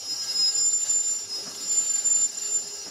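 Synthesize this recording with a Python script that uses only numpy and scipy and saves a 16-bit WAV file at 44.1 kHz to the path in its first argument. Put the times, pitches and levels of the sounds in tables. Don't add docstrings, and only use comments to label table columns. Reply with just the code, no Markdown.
import sys
import numpy as np
from scipy import signal
from scipy.fft import rfft, irfft
from scipy.io import wavfile
from scipy.ndimage import uniform_filter1d

SR = 44100
rng = np.random.default_rng(int(sys.argv[2]) if len(sys.argv) > 2 else 0)


def volts_from_decibels(level):
    exponent = np.asarray(level, float) / 20
    return 10 ** exponent


def store_wav(level_fs):
    pcm = np.round(np.clip(np.atleast_2d(level_fs), -1, 1) * 32767)
    wavfile.write(sys.argv[1], SR, pcm.T.astype(np.int16))


N = 127890


def evened(x):
    return x / np.sqrt(np.mean(x ** 2) + 1e-20)


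def curve(points):
    return np.interp(np.arange(N) / SR, *np.transpose(points))


def slow(top_hz):
    hz = np.fft.rfftfreq(N, 1 / SR)
    low_pass = np.exp(-(hz / top_hz) ** 2) * (hz > 0)
    return evened(irfft(rfft(rng.standard_normal(N)) * low_pass, N))


def coloured(shape, patchy_db):
    frames, hz = N // 128 + 5, np.fft.rfftfreq(512, 1 / SR)
    real, imaginary, patches = rng.standard_normal((frames, 257, 3)).T
    patches = uniform_filter1d(patches, size=4, axis=0)
    patches = evened(uniform_filter1d(patches, size=24, axis=1))
    shape_hz, shape_db = np.transpose(shape)
    level_db = np.interp(np.log(hz + 1), np.log(shape_hz), shape_db, right=-90)
    z = (real + 1j * imaginary) * volts_from_decibels(level_db[:, None] + patchy_db * patches)
    return evened(signal.istft(z, nperseg=512, noverlap=384)[1][:N])


def ring(x, hz, width):
    r = np.exp(-np.pi * width / SR)
    return evened(signal.lfilter([1, 0, -1], [1, -2 * r * np.cos(2 * np.pi * hz / SR), r * r], x))


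def squeal(hz, rough):
    wandering_hz = hz + 3.5 * slow(top_hz=20)
    tremble = 1j * slow(top_hz=40) + .1 * slow(top_hz=35)
    return np.exp(2j * np.pi * np.cumsum(wandering_hz) / SR + rough * tremble)


def swells(grabs, thread_db):
    t = np.arange(N) / SR
    thread = volts_from_decibels(thread_db + 0.98 * slow(top_hz=9.4))
    power = thread ** 2
    for centre_s, length_s, level_db in grabs:
        swell = np.exp(-abs((t - centre_s) / (.5 * length_s)) ** 2.8)
        power = power + volts_from_decibels(2 * level_db) * swell
    return np.sqrt(2 * power)


def squeals():
    # centre_s, length_s, level_db
    high_grabs = [(-0.004, 0.032, -40), (0.126, 0.076, -40), (0.245, 0.041, -37), (0.299, 0.025, -44),
                  (0.4, 0.089, -31.5), (0.486, 0.038, -30), (0.558, 0.018, -23.5), (0.586, 0.012, -24),
                  (0.599, 0.154, -28.5), (0.619, 0.032, -24), (0.672, 0.064, -20.5), (0.739, 0.018, -23.5),
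                  (0.754, 0.051, -22.0), (0.816, 0.048, -26.5), (0.835, 0.012, -23.5), (0.849, 0.04, -37),
                  (0.907, 0.019, -21), (0.945, 0.107, -23.5), (0.968, 0.036, -25.0), (1.008, 0.023, -24),
                  (1.083, 0.086, -25.5), (1.124, 0.029, -26.5), (1.163, 0.032, -28), (1.222, 0.056, -34),
                  (1.563, 0.014, -39), (1.628, 0.035, -33.5), (1.718, 0.031, -25.5), (1.767, 0.16, -25.5),
                  (1.786, 0.024, -19), (1.875, 0.027, -26.5), (1.907, 0.027, -22.5), (1.952, 0.027, -22),
                  (1.991, 0.015, -23.5), (1.999, 0.069, -31.5), (2.07, 0.037, -20), (2.117, 0.029, -19.0),
                  (2.157, 0.017, -20.5), (2.171, 0.079, -23.5), (2.211, 0.041, -30.5), (2.227, 0.052, -27),
                  (2.239, 0.044, -22.0), (2.247, 0.037, -26), (2.301, 0.015, -34), (2.352, 0.014, -35),
                  (2.38, 0.016, -29), (2.425, 0.02, -29.5), (2.458, 0.015, -30), (2.527, 0.17, -29.5),
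                  (2.528, 0.018, -28.5), (2.56, 0.033, -22), (2.676, 0.017, -35.5), (2.742, 0.07, -38)]
    low_grabs = [(0.086, 0.11, -39.5), (0.127, 0.069, -29.0), (0.213, 0.047, -30.5), (0.296, 0.046, -31.5),
                 (0.307, 0.031, -28), (0.363, 0.037, -27.5), (0.371, 0.023, -28.5), (0.374, 0.037, -39),
                 (0.4, 0.022, -21.5), (0.435, 0.043, -21), (0.472, 0.054, -22), (0.492, 0.041, -43),
                 (0.493, 0.026, -29), (0.579, 0.059, -40.0), (0.59, 0.035, -28), (0.61, 0.13, -37.5),
                 (0.634, 0.033, -30.5), (0.73, 0.021, -40.5), (0.78, 0.024, -44), (0.907, 0.058, -51),
                 (0.927, 0.068, -44), (1.05, 0.032, -41), (1.339, 0.063, -32.5), (1.37, 0.1, -34),
                 (1.48, 0.03, -38), (1.52, 0.018, -42.0), (1.59, 0.029, -40), (1.644, 0.022, -35.5),
                 (1.68, 0.011, -38), (1.733, 0.042, -45), (1.734, 0.036, -38.5), (2.346, 0.025, -59),
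                 (2.45, 0.013, -53), (2.674, 0.072, -42), (2.747, 0.035, -43), (2.79, 0.025, -41.5),
                 (2.86, 0.04, -40.5)]
    third_grabs = [(0.04, 0.16, -43), (0.137, 0.028, -40), (0.177, 0.035, -36), (0.223, 0.092, -43),
                   (0.33, 0.015, -40), (0.603, 0.042, -38), (0.684, 0.032, -45), (0.762, 0.043, -43),
                   (0.903, 0.039, -45.0), (1.076, 0.048, -46), (1.194, 0.023, -38.5), (1.214, 0.067, -44.5),
                   (1.362, 0.035, -43), (1.47, 0.066, -48), (1.59, 0.023, -42), (1.668, 0.049, -42),
                   (1.892, 0.013, -38), (2.251, 0.07, -50), (2.392, 0.036, -44), (2.472, 0.03, -45.0),
                   (2.814, 0.052, -53), (2.876, 0.03, -44.5)]
    fourth_grabs = [(0.043, 0.19, -50.0), (0.235, 0.11, -42.0), (0.416, 0.051, -46.5), (0.72, 0.025, -46),
                    (0.897, 0.028, -41), (1.119, 0.037, -39), (1.166, 0.012, -41), (1.378, 0.09, -48),
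                    (1.473, 0.058, -45), (1.687, 0.035, -44.5), (1.803, 0.02, -58), (2.397, 0.026, -43.5),
                    (2.816, 0.044, -39)]
    threads_db = [
        -50,
        -46.5,
        -50,
        -53,
    ]
    # time_s, pitch_hz
    high_pitch = [(.25, 7147), (.6, 7162), (1.8, 7162), (1.96, 7172), (2.25, 7163), (2.4, 7168),
                  (2.8, 7156)]
    # time_s, change_db
    octave_change = [(.5, 1), (.9, 1), (1.7, -3)]
    rough = .3

    all_grabs = [high_grabs, low_grabs, third_grabs, fourth_grabs]
    high, low, third, fourth = map(swells, all_grabs, threads_db)
    turn = squeal(curve(high_pitch), rough)
    octave = volts_from_decibels(-38 + curve(octave_change)) * turn ** 2
    high = high * (turn + octave)
    low = low * squeal(5111 - 9 * low / low.max(), rough / 2)
    third = third * squeal(5599, rough)
    fourth = fourth * squeal(5787, rough)
    return (high + low + third + fourth).real


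def fine_modes(x):
    z, hz = rfft(x), np.fft.rfftfreq(N, 1 / SR)
    t = np.arange(len(z)) / len(z) * N / SR / 2
    smoothing = np.exp(-(t * 36) ** 2) * (t > 0)
    ripple = evened(rfft(rng.standard_normal(len(z)) * smoothing, N).real)
    ripple_db = 2.2 * ripple / (1 + (hz / 7500) ** 4)
    return evened(irfft(z * volts_from_decibels(ripple_db), N))


def scrape():
    # time_s, level_db
    contact = [(0, -55), (.12, -51.5), (.36, -48.5), (.42, -50), (.79, -56), (.86, -48.5), (.97, -56),
               (1.03, -53.5), (1.29, -56.5), (1.36, -51.5), (1.45, -53.5), (1.6, -51.5), (1.9, -49.5),
               (2.24, -53), (2.29, -58), (2.36, -52.5), (2.56, -53.5), (2.75, -56)]
    # pitch_hz, level_db (per Hz)
    hiss = [(300, -45), (900, -35.5), (2200, -23), (4500, -19), (7000, -17), (8600, -23), (11000, -23),
            (15900, -32)]
    # pitch_hz, level_db
    rim_modes = [(403.7, -63), (554.5, -63.5), (802.1, -63), (904.4, -67), (1314, -61), (1610, -59.5),
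                 (1733, -65.5), (2121, -65.5), (2353, -69), (2783, -60), (2923, -62.5)]
    disc_modes = [(3451, -70.5), (3731, -60.5), (4064, -59), (4312, -55.5), (4624, -53), (4867, -54)]
    disc_top_modes = [(5529, -56), (5599, -81), (5787, -59.5), (5922, -53), (6363, -54.5), (6767, -52),
                      (6993, -62)]
    clip_modes = [(7520, -63.5), (7983, -71.5), (9480, -67), (10201, -69.5)]
    squeal_modes = [(4710, -63), (6660, -66), (6760, -54), (5180, -57), (2723, -66), (1270, -73),
                    (5270, -59), (5040, -55), (7160, -53)]
    hub_modes = [(660, -63), (1195, -68), (2020, -65), (2980, -64)]
    # gain_db, width_hz, pressure_share (0 to 1)
    ringing = [
        (-0.5, 12.3, 1),
        (1.5, 20.3, 0.97),
        (-1, 34, 0.17),
        (6, 19, 0.8),
        (3.5, 77, 0.57),
        (-1.5, 22, 0.92),
    ]
    # time_s, level_db
    hum = [(.05, -73), (.4, -58), (1.18, -61.5), (1.42, -52.5), (2.16, -67.5), (2.45, -56.5), (2.71, -52.5),
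           (2.9, -57)]

    press_db = curve(contact) + 52 + 1.5 * slow(top_hz=42)
    out = volts_from_decibels(-45 + press_db) * fine_modes(coloured(hiss, patchy_db=3.5))
    parts = [rim_modes[1:], disc_modes, disc_top_modes, clip_modes, squeal_modes, hub_modes]
    for modes, (gain_db, width_hz, share) in zip(parts, ringing):
        for hz, mode_db in modes:
            grit = volts_from_decibels(share * press_db) * rng.standard_normal(N)
            out = out + volts_from_decibels(gain_db + mode_db) * ring(grit, hz, width_hz)

    steady = ring(rng.standard_normal(N), hz=408.2, width=7.9)
    strength = np.sqrt(abs(uniform_filter1d(steady ** 2, size=2000)))
    steady = steady / (.5 + strength) * 1.6
    return out + volts_from_decibels(curve(hum)) * steady


def tyre():
    # time_s, level_db
    roll = [(0, -55), (.05, -50.5), (.5, -55.5), (.57, -54.5), (.8, -61), (.86, -53.5), (1.07, -59.5),
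            (1.28, -55), (1.38, -50.5), (1.55, -52.5), (1.67, -51.5), (1.8, -53.5), (2.13, -55),
            (2.29, -57), (2.53, -50), (2.7, -57), (2.9, -54)]
    # pitch_hz, level_db (per Hz)
    rumble = [(25, -40), (60, -16), (120, -8), (200, 0), (400, 1.5), (700, -4), (1100, -2.5), (2500, -30)]
    push_colour = [(60, -26), (190, 4.5), (500, -1), (1300, -1), (2500, -12)]
    # start_s, level_db, length_s
    pushes = [
        (0.392, -38, 0.013),
        (0.832, -50, 0.024),
        (1.453, -40, 0.045),
        (2.037, -42, 0.017),
        (2.853, -41, 0.048),
    ]

    t = np.arange(N) / SR
    push = 0
    for start_s, level_db, length_s in pushes:
        rise = np.clip((t - start_s) / 0.016, 0, 1)
        push = push + volts_from_decibels(level_db) * rise * np.exp(-abs(t - start_s) / length_s)
    rolling = volts_from_decibels(curve(roll) + 0.71 * slow(top_hz=7.0)) * coloured(rumble, patchy_db=3.26)
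    return rolling + push * coloured(push_colour, patchy_db=1.3)


def hollowed(x):
    # pitch_hz, level_db
    valleys = [(1060, -2), (1440, 0), (1910, -1), (2230, -6), (2480, -4), (2860, -1.5), (4180, 1.5),
               (4960, -7), (5340, -21), (5690, -24), (6170, -6), (6540, -3), (7790, -4)]
    hz = np.fft.rfftfreq(N, 1 / SR)
    valley_db = sum(db * np.exp(-((hz - centre_hz) / 71) ** 2) for centre_hz, db in valleys)
    return irfft(rfft(x) * volts_from_decibels(valley_db), N)


def thuds():
    # centre_s, pitch_hz, level_db, length_s
    wall_thuds = [(.04, 102, -62, .025), (.26, 132, -63.5, 0.023), (.58, 113, -59, .02),
                  (.89, 128, -60.5, 0.022), (1.27, 99, -59.5, 0.035), (1.478, 192, -50, 0.025),
                  (1.66, 191, -54.5, 0.017), (2.52, 138, -64.5, 0.014), (2.79, 58, -64.5, .03),
                  (2.66, 190, -60, 0.017)]
    t = np.arange(N) / SR
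    out = 0
    for centre_s, hz, level_db, length_s in wall_thuds:
        swell = np.exp(-((t - centre_s) / length_s) ** 2)
        out = out + volts_from_decibels(level_db) * np.sqrt(2) * swell * np.sin(2 * np.pi * hz * (t - centre_s))
    return out


def scene():
    return (squeals() + hollowed(scrape() + tyre()) + thuds())[None]


def top_cut(x):
    return signal.sosfilt(signal.butter(12, 15690, fs=SR, output="sos"), x)


def record(dry):
    # pitch_hz, threshold (spreads above chance)
    drops = [(6200, -3), (6530, -1.5), (6800, -3.5), (11800, -2), (13000, -.7), (13850, .9), (14350, -2.4),
             (14900, -.7), (15350, .5), (15800, .7)]
    hz, t, z = signal.stft(dry[0], SR, nperseg=1024, noverlap=768)
    chance = rng.standard_normal(z.shape[::-1]).T
    chance = uniform_filter1d(chance, size=5, axis=0)
    chance = evened(uniform_filter1d(chance, size=12, axis=1))
    broad = evened(uniform_filter1d(chance, size=40, axis=0))
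    chance = .85 * chance + .5 * broad

    treble_power = (abs(z[hz > 6500]) ** 2).sum(0)
    loud_db = 10 * np.log10(2 * uniform_filter1d(treble_power, size=5) + 1e-12)
    near_squeal = np.exp(-((hz[:, None] - 8500) / 520) ** 2)
    mask = near_squeal * np.maximum(loud_db + 34, 0) * .36
    kept = chance > np.interp(hz, *np.transpose(drops))[:, None] + mask
    mix = signal.istft(z * kept, SR, nperseg=1024, noverlap=768)[1][None, :N]
    return top_cut(mix)


dry = scene()
out = record(dry)
store_wav(out)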